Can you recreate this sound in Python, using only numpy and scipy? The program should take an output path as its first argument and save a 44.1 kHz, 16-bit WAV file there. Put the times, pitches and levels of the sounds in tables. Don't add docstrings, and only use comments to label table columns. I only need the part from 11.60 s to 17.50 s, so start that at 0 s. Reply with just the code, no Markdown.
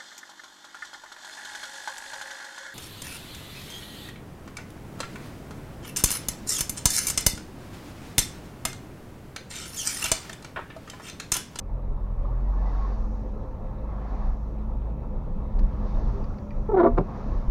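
import sys
import numpy as np
from scipy import signal
from scipy.fft import rfft, irfft, next_fast_len
from scipy.io import wavfile
from scipy.ndimage import uniform_filter1d, map_coordinates

SR = 44100
rng = np.random.default_rng(int(sys.argv[2]) if len(sys.argv) > 2 else 0)


def persist_wave(psi):
    counts = np.round(np.clip(psi, -1, 1) * 32767).astype(np.int16)
    wavfile.write(sys.argv[1], SR, np.atleast_2d(counts).T)


def makeup_ratio(level_db):
    decades = np.asarray(level_db, float) / 20
    return 10 ** decades


N = 260190

# t/s, firing f/Hz, level/dB
ENGINE_RUN = [(0, 42.3, -37.5), (.3, 43.38, -31.5), (.6, 43.67, -28), (.82, 45.1, -22.5), (1.2, 46.48, -26),
              (1.5, 47.57, -29.5), (1.8, 48.5, -36), (2.02, 49.26, -42), (2.25, 50.45, -32),
              (2.95, 52.72, -30.5), (3.3, 53.86, -30), (3.6, 54.18, -41), (4.1, 55.38, -32),
              (4.35, 53.37, -32.5), (4.5, 53, -27.5), (4.7, 52.25, -46), (5.9, 49.34, -45.5)]
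# f/Hz, level/dB
ENGINE_MOUNTS = [(82, -41.5), (92, -48), (102, -50), (112, -48.5), (128, -49), (148, -65), (161, -47.5),
                 (168, -51.5)]
# t/s, half length/s, f/Hz,
# glide/(Hz per s), level/dB
WHINE_GLIDES = [(0.356, 0.97, 578, 28.5, -58.5), (1.9, 0.5, 516, 33.5, -50.5), (2.3, 0.38, 620, 63, -59.5),
                (3.3, 0.45, 511, 3, -53.5), (4.901, 0.2, 584, 55, -51.5), (.87, 0.024, 1900, 1, -64),
                (1.074, 0.028, 1985, -100, -58), (1, .03, 1740, -100, -60), (1.231, 0.042, 1088, -200, -45),
                (1.285, 0.021, 1800, 2, -59), (4.571, 0.032, 401, -1, -39.5), (3.45, .3, 161.3, 12, -46),
                (1.05, 0.17, 172, -40, -45.5), (1.8, 0.093, 98, 19, -41), (0.97, .2, 92, 12, -47),
                (.31, 0.041, 410, 3, -49.5)]
# f/Hz, level/dB
SHELL_SPECTRUM = [(12, -32.5), (22, -4), (30, 4.5), (38, -0.5), (60, -14), (90, -48)]
# f/Hz, level/dB
RUMBLE_SPECTRUM = [(35, -27), (60, -2.5), (68, -8.5), (76, -6.5), (157, -16), (182, -14), (209, -13),
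                   (237, -22), (400, -31), (520, -59.5), (880, -120)]
# t/s, level/dB, half length/s
ROAD_JOINTS = [(0.137, -30, 0.035), (0.338, -28.5, 0.099), (0.598, -29, 0.057), (1.221, -30, 0.03),
               (1.36, -52, 0.022), (1.77, -30, 0.071), (2.083, -38, 0.13), (2.686, -32, 0.11),
               (3.069, -47, 0.046), (3.586, -37, 0.062), (3.765, -30.5, 0.11), (4.023, -13.5, 0.062),
               (4.23, -30, 0.022), (4.36, -21.5, 0.029), (4.47, -21, 0.054), (4.654, -26, 0.055),
               (4.98, -26.5, 0.049), (5.119, -32, 0.038), (5.35, -24, 0.067), (5.508, -35, 0.071),
               (5.672, -28, 0.037), (5.752, -22.5, 0.05)]
# t/s, level/dB
ROAD_COARSENESS = [(0, -43), (.6, -40), (1.25, -37.5), (1.5, -37.5), (2, -38.5), (2.3, -35.5), (2.8, -38.5),
                   (3.2, -37), (4, -36), (4.5, -32), (4.85, -35.5), (5.4, -32.5), (5.9, -32.5)]
# f/Hz, width/Hz, level/dB
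STEADY_HUMS = [(209, 13.5, -51), (518.7, 29, -57.5), (127.14, 7.5, -47)]
# f/Hz, level/dB
OWN_ROAR_SPECTRUM = [(220, 1.5), (280, 2.5), (330, -3), (400, -0.5), (500, -1.5), (630, -2.5), (770, -9),
                     (920, -3.5), (1100, -13), (1330, -12.5), (1500, -24.5), (2000, -28), (2650, -29),
                     (2800, -41.5)]
# f/Hz, level/dB
WHEEL_ARCH_SPECTRUM = [(2400, -16.5), (2900, 0), (3600, -0.5), (4000, -1), (4500, -10), (5100, -14.5),
                       (5700, -14), (6400, -15), (7100, -16), (7900, -30)]
# t/s, half length/s, f/Hz, level/dB
CAVITY_NOTES = [(0.193, 0.25, 207, -48.5), (1.498, .3, 212.5, -44), (2.351, 0.072, 207.5, -44),
                (2.622, 0.13, 208.8, -44), (3.025, 0.26, 209.8, -44), (3.396, 0.36, 209, -48),
                (4.092, 0.45, 208.1, -43.5), (4.856, 0.31, 207, -42.5), (5.647, 0.14, 213, -46)]
# t abreast/s, roar level/dB, spray level/dB, time scale coming/s, time scale going/s
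ONCOMING_CARS = [
    (1.18, -44, -63, 0.14, 0.17),
    (2.57, -45, -67, 0.13, 0.12),
    (4.33, -48.5, -63.5, .11, 0.22),
    (5.63, -46.5, -64.5, 0.13, 0.17),
]
# f/Hz, level/dB
PASSING_SPECTRUM = [(550, -9.5), (750, 3), (920, 0.5), (1100, -0.5), (1330, -8.5), (1500, -15), (1720, -14),
                    (2000, -18), (2250, -22.5), (2600, -28.5), (3000, -43.5)]
# f/Hz, level/dB
SPRAY_SPECTRUM = [(2300, -13.5), (2850, -2.5), (3150, -5), (3500, -3.5), (4000, -1.5), (4500, -0.5),
                  (5100, -4), (5800, -4), (6400, -8), (7100, -13.5), (7800, -30.5), (9200, -27.5),
                  (10500, -39.5)]
# f/Hz, width/Hz, level/dB
WINDOW_PANES = [(1110, 46, 3), (1700, 70, 2), (2040, 65, 1), (2630, 120, 1.5), (3670, 99, 2.5),
                (4800, 220, -0.5), (5780, 300, 2)]
# t/s, peak level/dB, brightness level/dB, ring f/Hz
HARD_TICKS = [(3.288, -65, -21, 4510), (3.969, -59, 4, 3077), (3.989, -48, 5.5, 4180),
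              (3.992, -52, 3.5, 6040), (3.997, -58.5, 0, 5800), (3.993, -49, -1.5, 4800),
              (4.13, -61.5, -7, 4290), (4.639, -48, 0.5, 4750), (4.64, -51, 0.5, 4500),
              (4.742, -55, -12, 4490), (4.783, -53, 5.5, 4520), (4.906, -48, -3, 4700),
              (5.761, -59, -8, 4530)]
# f/Hz, level/dB, time to fall 60 dB/s
PLASTIC_MODES = [(1798, 7, 0.025), (2396, 4.5, 0.029), (3840, -9, 0.027), (4920, -4, 0.016),
                 (5840, -4, 0.01)]
# t/s, level/dB, f/Hz, time to fall 60 dB/s
SOFT_RATTLES = [(.61, -36, 537, 0.15), (.635, -32, 574, .08), (.64, -32.5, 1053, 0.06),
                (.652, -36, 1193, .05), (0.691, -18, 125, 0.17), (1.761, -25, 445, 0.049),
                (1.241, -33.5, 1070, 0.081), (3.456, -32, 708, 0.02), (3.991, -41, 209, 0.11),
                (4.59, -33, 595, 0.035), (4.704, -41, 1390, 0.039), (4.738, -41, 1464, .03),
                (4.76, -45, 1448, .03), (4.787, -47, 1760, .03), (4.912, -46, 1950, .04),
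                (4.345, -51, 3700, 0.049)]
# t/s, length/s, level/dB, second then third partial level below the first/dB
BLADE_SLIPS = [(5.088, 0.02, -22.5, -10.5, -23.5), (5.115, 0.013, -23, -7.5, -19),
               (5.129, .012, -18.5, -19, -31.5), (5.14, 0.015, -19, -8, -17),
               (5.161, 0.012, -21, -7.5, -16), (5.171, .012, -19, -10, -20),
               (5.184, 0.013, -16, -17, -26.5), (5.196, 0.015, -14.5, -6, -12.5),
               (5.208, .011, -21, 3.5, -14.5), (5.22, 0.0092, -24.5, -3, -13),
               (5.229, 0.013, -15, -24, -27.5), (5.242, 0.007, -18.5, -11.5, -10.5),
               (5.249, .008, -21, 4, -10), (5.257, .011, -17.5, -2, -24.5), (5.27, 0.011, -21, -11, -8)]
# t/s, f/Hz
SLIP_PITCH = [(5.088, 433), (5.126, 442), (5.143, 380.6), (5.18, 376), (5.2, 339), (5.218, 332.9),
              (5.234, 372), (5.248, 336.1), (5.29, 329.6)]
# t/s, level/dB
EDGE_CATCHES = [(5.19, -28.5), (5.206, -18.5), (5.214, -11.5), (5.227, -16), (5.241, -14), (5.252, -11.5),
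                (5.259, -11.5), (5.265, -21), (5.272, -12.5), (5.281, -21.5)]
# t/s, half length/s, level/dB
SINGING_PARTIALS = [
    [(5.15, .008, -50), (5.188, .011, -31.5), (5.204, .008, -28), (5.25, .011, -29.5), (5.276, 0.0076, -44)],
    [(5.143, 0.0066, -55), (5.203, 0.013, -29.5), (5.244, 0.0083, -47), (5.28, .007, -49.5)],
]
# t/s, half length/s, level/dB
DRY_SCRAPES = [(5.145, .015, -59), (5.181, 0.0099, -54.5), (5.202, .014, -47.5), (5.244, 0.013, -50),
               (5.275, .009, -55)]
# f/Hz, width/Hz, level/dB
WINDSCREEN_MODES = [(405, 28, -0.5), (476, 46, -2), (539, 44, 2), (680, 7.5, 2), (950, 110, -2),
                    (1010, 120, -10), (1150, 38, -1.5), (1440, 66, -4.5), (1720, 130, -11.5),
                    (2200, 560, -26), (2940, 250, -49)]
# f/Hz, width/Hz, level/dB
WIPER_ARM_MODES = [(241, 17, -0.5)]
# f/Hz, width/Hz, level/dB
RASP_MODES = [(1150, 500, 6), (2250, 450, 6), (2750, 400, 2), (3750, 500, 2.5), (4400, 454, -3.5)]
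# t/s, blow level/dB, crack level/dB
FLIP_BLOWS = [
    (5.3718, -18.5, -50),
    (5.3775, -6.5, -35),
    (5.3833, -3, -35),
    (5.387, -18, -44),
    (5.3938, -14.5, -50),
    (5.397, -20, -54),
    (5.41, -15, -60),
]
# f/Hz, width/Hz, level/dB
COWL_MODES = [(105, 13, 2.5), (159, 18, 2), (180, 15, -1.5), (265, 31, -1), (410, 56, -2), (584, 36, -1.5),
              (750, 60, -10.5), (970, 100, -5.5), (1470, 760, -24.5), (2190, 190, -13), (2690, 600, -21.5),
              (3740, 670, -38)]
# f/Hz, width/Hz, level/dB
CLIP_MODES = [(2900, 900, -7), (3750, 500, -4), (4900, 900, -15)]
# f/Hz, level/dB
HISS_SPECTRUM = [(3000, -21.5), (6000, -3.5), (8000, -2), (11000, -2.5), (13000, -1.5), (14800, 0),
                 (17000, 1.5)]


def unit(x):
    return x / np.sqrt(np.mean(x ** 2) + 1e-20)


def curves(rows):
    s, *cols = np.transpose(rows)
    return [np.interp(np.arange(N) / SR, s, c) for c in cols]


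def wobble(rate, size=N):
    knots = rng.standard_normal(int(size * rate / SR) + 4)
    return map_coordinates(knots, [np.arange(size) * rate / SR])


def swell(s, half):
    out, reach = np.zeros(N), round(4 * half * SR) + 1
    near = np.arange(max(round(s * SR) - reach, 0), min(round(s * SR) + reach, N))
    out[near] = np.exp(-((near / SR - s) / half) ** 2)
    return out


def filtered(x, response):
    m = next_fast_len(N + SR // 2)
    return irfft(rfft(x, m) * response(np.fft.rfftfreq(m, 1 / SR)), m)[:N]


def body(x, modes):
    def response(f):
        total = 0
        for k, (hz, width, db) in enumerate(modes):
            total = total + (-1) ** k * makeup_ratio(db) * 1j * f * width / (hz * hz - f * f + 1j * f * width)
        return total
    return filtered(x, response)


def rush(spectrum, patchy_db):
    z = signal.stft(rng.standard_normal(N), nperseg=512)[2]
    field = uniform_filter1d(uniform_filter1d(rng.standard_normal(z.shape), 6, 0), 10, 1)
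    x = signal.istft(z * makeup_ratio(patchy_db * unit(field)), nperseg=512)[1][:N]
    f, db = np.transpose(spectrum)

    def colour(hz):
        return makeup_ratio(np.interp(np.log(hz + 1), np.log(f + 1), db, left=-120, right=-120))
    return unit(filtered(x, colour))


def engine():
    hz, load_db = curves(ENGINE_RUN)
    f, mount_db = np.transpose(ENGINE_MOUNTS)
    levels = [load_db]
    for order in (2, 3):
        load_swing = 0.27 * (load_db - load_db.mean())
        levels.append(np.interp(order * hz, f, mount_db) + load_swing + 3 * wobble(3.2))
    turn = 2 * np.pi * np.cumsum(hz) / SR + 0.37 * wobble(12)
    orders = 0
    for k, db in enumerate(levels):
        orders = orders + makeup_ratio(db + (0.95 + 0.61 * k) * wobble(14)) * np.sin((k + 1) * turn + k)
    return np.sqrt(2) * orders


def whines():
    mesh_hz = 516.6 + 3.01 * wobble(1.4)
    whine = makeup_ratio(-60.5 + 0.7 * wobble(16)) * np.sin(2 * np.pi * np.cumsum(mesh_hz) / SR)
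    t = np.arange(N) / SR
    shake = 2 * np.pi * np.cumsum(2.62 * wobble(15)) / SR
    for s, half, hz, glide, db in WHINE_GLIDES:
        phase = 2 * np.pi * (hz + glide * (t - s) / 2) * (t - s) + shake
        whine = whine + makeup_ratio(db) * swell(s, half) * np.sin(phase)
    return np.sqrt(2) * whine


def shell_and_rumble():
    jolts = sum(makeup_ratio(db) * swell(s, half) for s, db, half in ROAD_JOINTS)
    coarse_db, = curves(ROAD_COARSENESS)
    shell = np.sqrt(2) * np.sin(2 * np.pi * np.cumsum(30 + 3.817 * wobble(10)) / SR)
    boom = 0.61 * shell + 0.52 * rush(SHELL_SPECTRUM, patchy_db=1.0)
    boom_gain = makeup_ratio(-36 + 2.8 * wobble(8)) + jolts
    rumble_gain = makeup_ratio(coarse_db - 2.5 + 0.33 * wobble(9)) + makeup_ratio(-24.5) * jolts
    return boom_gain * boom + rumble_gain * rush(RUMBLE_SPECTRUM, patchy_db=-0.7)


def hums():
    out = 0
    for hz, width, db in STEADY_HUMS:
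        mode = [(hz, width, 0)]
        out = out + makeup_ratio(db) * unit(body(body(rng.standard_normal(N), mode), mode))
    coarse_db, = curves(ROAD_COARSENESS)
    return out * makeup_ratio(0.55 * (coarse_db - coarse_db.mean()))


def own_tyres():
    coarse_db, = curves(ROAD_COARSENESS)
    own = makeup_ratio(-45.5 + 0.49 * (coarse_db - coarse_db.mean()) + 0.35 * wobble(2.0))
    gain = np.hypot(own, 0.55 * passing_roar())
    water = makeup_ratio(-31.0) * rush(WHEEL_ARCH_SPECTRUM, patchy_db=3.0)
    return gain * (rush(OWN_ROAR_SPECTRUM, patchy_db=2.0) + water)


def cavity():
    t = np.arange(N) / SR
    shake = 2 * np.pi * np.cumsum(3 * wobble(14)) / SR
    note = 0
    for s, half, hz, db in CAVITY_NOTES:
        note = note + makeup_ratio(db) * swell(s, half) * np.sin(2 * np.pi * hz * t + shake)
    return np.sqrt(2) * makeup_ratio(2.3 * wobble(17)) * note


def passing(column, falls_db, far_db, lag_s, linger, wake_db=-40):
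    power = makeup_ratio(far_db) ** 2
    for row in ONCOMING_CARS:
        t = np.arange(N) / SR - row[0] - lag_s
        gaps = t / np.where(t > 0, linger * row[4], row[3])
        afar = makeup_ratio(-5.5) * np.exp(t / 0.57)
        wake = makeup_ratio(wake_db) * np.exp(-t / 0.55)
        skirt = np.where(t > 0, wake, afar) * np.clip(gaps ** 2, 0, 1)
        alongside = makeup_ratio(-falls_db * np.log10(1 + gaps ** 6))
        power = power + makeup_ratio(row[column]) ** 2 * (alongside ** 2 + skirt ** 2)
    return np.sqrt(power)


def passing_roar():
    return passing(column=1, falls_db=6, far_db=-58, lag_s=0, linger=0.89)


def traffic():
    spray = passing(column=2, falls_db=7, far_db=-81.5, lag_s=0.04, linger=0.8)
    mist = makeup_ratio(-0.3) * passing(column=2, falls_db=5.5, far_db=-81.5, lag_s=0.06, linger=1.9, wake_db=-6)
    water = rush(SPRAY_SPECTRUM, patchy_db=0.4)
    coarse = filtered(water, lambda hz: 1 / (1 + (hz / 5360) ** 8))
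    fine = water - coarse
    surge = makeup_ratio(0.4 * wobble(15))
    roar = passing_roar() * rush(PASSING_SPECTRUM, patchy_db=2.0)
    return surge * (roar + makeup_ratio(-2.0) * (spray * coarse + mist * fine))


def ticks():
    out, t = np.zeros(N + SR), np.arange(SR // 6) / SR
    for s, db, bright_db, ring_hz in HARD_TICKS:
        modes = PLASTIC_MODES + [(ring_hz, 5, 0.018)]
        ring = 0
        for change_db, (hz, level, t60) in zip(rng.normal(0, 2.8, len(modes)), modes):
            mode_db = level + change_db + bright_db * (hz > 3000) - 60 * t / t60
            ring = ring + makeup_ratio(mode_db) * np.sin(2 * np.pi * hz * t)
        snap = 0.6 * makeup_ratio(bright_db - 60 * t / 0.01) * np.diff(rng.standard_normal(len(t) + 1))
        rough = 1 + 0.91 * wobble(1410, size=len(t))
        out[round(s * SR):][:len(t)] += makeup_ratio(db - 7.5) * (ring + snap) * rough * (1 - np.exp(-t / 0.0015))
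    for s, db, hz, t60 in SOFT_RATTLES:
        rough = 0.74 + 0.48 * wobble(0.21 * hz, size=len(t))
        knock = np.sin(2 * np.pi * hz * t) * (1 - np.exp(-t * hz / 3.1))
        out[round(s * SR):][:len(t)] += makeup_ratio(db - 60 * t / t60) * rough * knock
    return out[:N]


def squeak():
    tone, blows = np.zeros((2, N))
    slip_hz, = curves(SLIP_PITCH)
    drying = 0.84 * np.clip((np.arange(N) / SR - 5.095) / 0.1, 0.12, 1)
    turns = np.cumsum(slip_hz * (1 + 0.022 * drying * wobble(300))) / SR
    count = int(turns[-1]) + 1
    sizes = np.clip(0.92 * rng.standard_normal(count), -1, 1)
    sizes = sizes + 0.69 * (-1) ** np.arange(count)
    grain = rng.standard_normal((2, N))
    grit = uniform_filter1d(grain[0], size=6)
    flutter_db = 1.3 * drying * wobble(260)
    for s, length, db, second_db, third_db in BLADE_SLIPS:
        u = np.arange(round(1.2 * length * SR)) / (length * SR)
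        span = slice(round(s * SR), round(s * SR) + len(u))
        cycle, harsh = turns[span], drying[span]
        fade = np.clip(u / 0.2, 0, 1) * np.clip((1.2 - u) / 0.31, 0, 1)
        grip = makeup_ratio(db + flutter_db[span]) * fade
        levels = [0, second_db] + [third_db - 9.5 * k for k in range(7)]
        partials = 0
        for k, level in enumerate(levels):
            waver_db = min(k, 1) * 3.5 * wobble(240, size=len(u))
            partials = partials + makeup_ratio(level + waver_db) * np.sin(2 * np.pi * (k + 1) * cycle + k)
        tone[span] += 1.13 * grip * partials
        late = 16 * (cycle % 1)
        release = np.e * late * np.exp(-late)
        size = sizes[cycle.astype(int)]
        blows[span] += makeup_ratio(11) * harsh ** 1.8 * grip * release * (size + 1.2 * grit[span])
    for k, rows in enumerate(SINGING_PARTIALS):
        gain = sum(makeup_ratio(db) * swell(s, half) for s, half, db in rows)
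        tone = tone + gain * np.sin(2 * np.pi * (k + 4) * turns)
    blows = blows + sum(makeup_ratio(db + 13) * swell(s, 0.00036) for s, db in EDGE_CATCHES)
    tone = filtered(tone, lambda f: 1 / (1 + (f / 1900) ** 8) + 0.08)
    scrape = sum(makeup_ratio(db) * swell(s, half) for s, half, db in DRY_SCRAPES)
    scrape = scrape * (1 + 0.7 * np.cos(2 * np.pi * turns)) * makeup_ratio(2.5 * wobble(180)) * grain[1]
    rasp = body(body(scrape, RASP_MODES), RASP_MODES)
    arm = makeup_ratio(2.5) * body(body(blows, WIPER_ARM_MODES), WIPER_ARM_MODES)
    mix = tone + body(blows, WINDSCREEN_MODES) + arm + rasp
    return filtered(mix, lambda f: 1 / (1 + (f / 5300) ** 8))


def flip():
    blows, cracks = np.zeros((2, N))
    t = np.arange(SR // 50) / SR
    main_s = FLIP_BLOWS[2][0]
    for s, db, crack_db in FLIP_BLOWS:
        push_s = 0.00022 + 0.011 * max(s - main_s, 0)
        push = np.exp(-((t - 0.001) / push_s) ** 2)
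        rattle = 0.09 * makeup_ratio(-60 * t / 0.016) * rng.standard_normal(len(t))
        blows[round(s * SR):][:len(t)] += makeup_ratio(db + 8.5) * (push + rattle)
        cracks[round(s * SR):][:len(t)] += makeup_ratio(crack_db - 60 * t / 0.0098) * rng.standard_normal(len(t))
    direct = 0.25 * uniform_filter1d(blows, size=15)
    return direct + body(blows, COWL_MODES) + body(cracks, CLIP_MODES)


def last_swing():
    since = np.clip(np.arange(N) / SR - 5.879, 0, None)
    return -makeup_ratio(-13.5 - 60 * since / 1.5) * np.sin(2 * np.pi * 33.5 * since)


def cabin(x):
    t = np.arange(SR // 8) / SR
    tail = uniform_filter1d(rng.standard_normal(len(t)), size=5) * makeup_ratio(-60 * t / 0.12)
    near = x + makeup_ratio(-16.0) * signal.fftconvolve(x, tail / np.linalg.norm(tail))[:N]
    return signal.sosfilt(signal.butter(6, 6500, fs=SR, output="sos"), near)


def through_windows(x):
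    def gain(f):
        peaks_db = sum(db * np.exp(-((f - hz) / width) ** 2) for hz, width, db in WINDOW_PANES)
        return makeup_ratio(peaks_db - 0.53 * (f > 900))
    return filtered(x, gain)


def scene():
    motor = engine() + whines()
    outside = shell_and_rumble() + hums() + own_tyres() + traffic() + last_swing()
    contacts = ticks() + makeup_ratio(-1.0) * squeak() + flip()
    return (motor + through_windows(outside) + cavity() + cabin(contacts))[None]


def top_cut(x):
    return signal.sosfilt(signal.butter(12, 15720, fs=SR, output="sos"), x)


def record(dry):
    hiss = makeup_ratio(-80.5) * rush(HISS_SPECTRUM, patchy_db=1.5)
    return top_cut(dry + hiss)


dry = scene()
out = record(dry)
persist_wave(out)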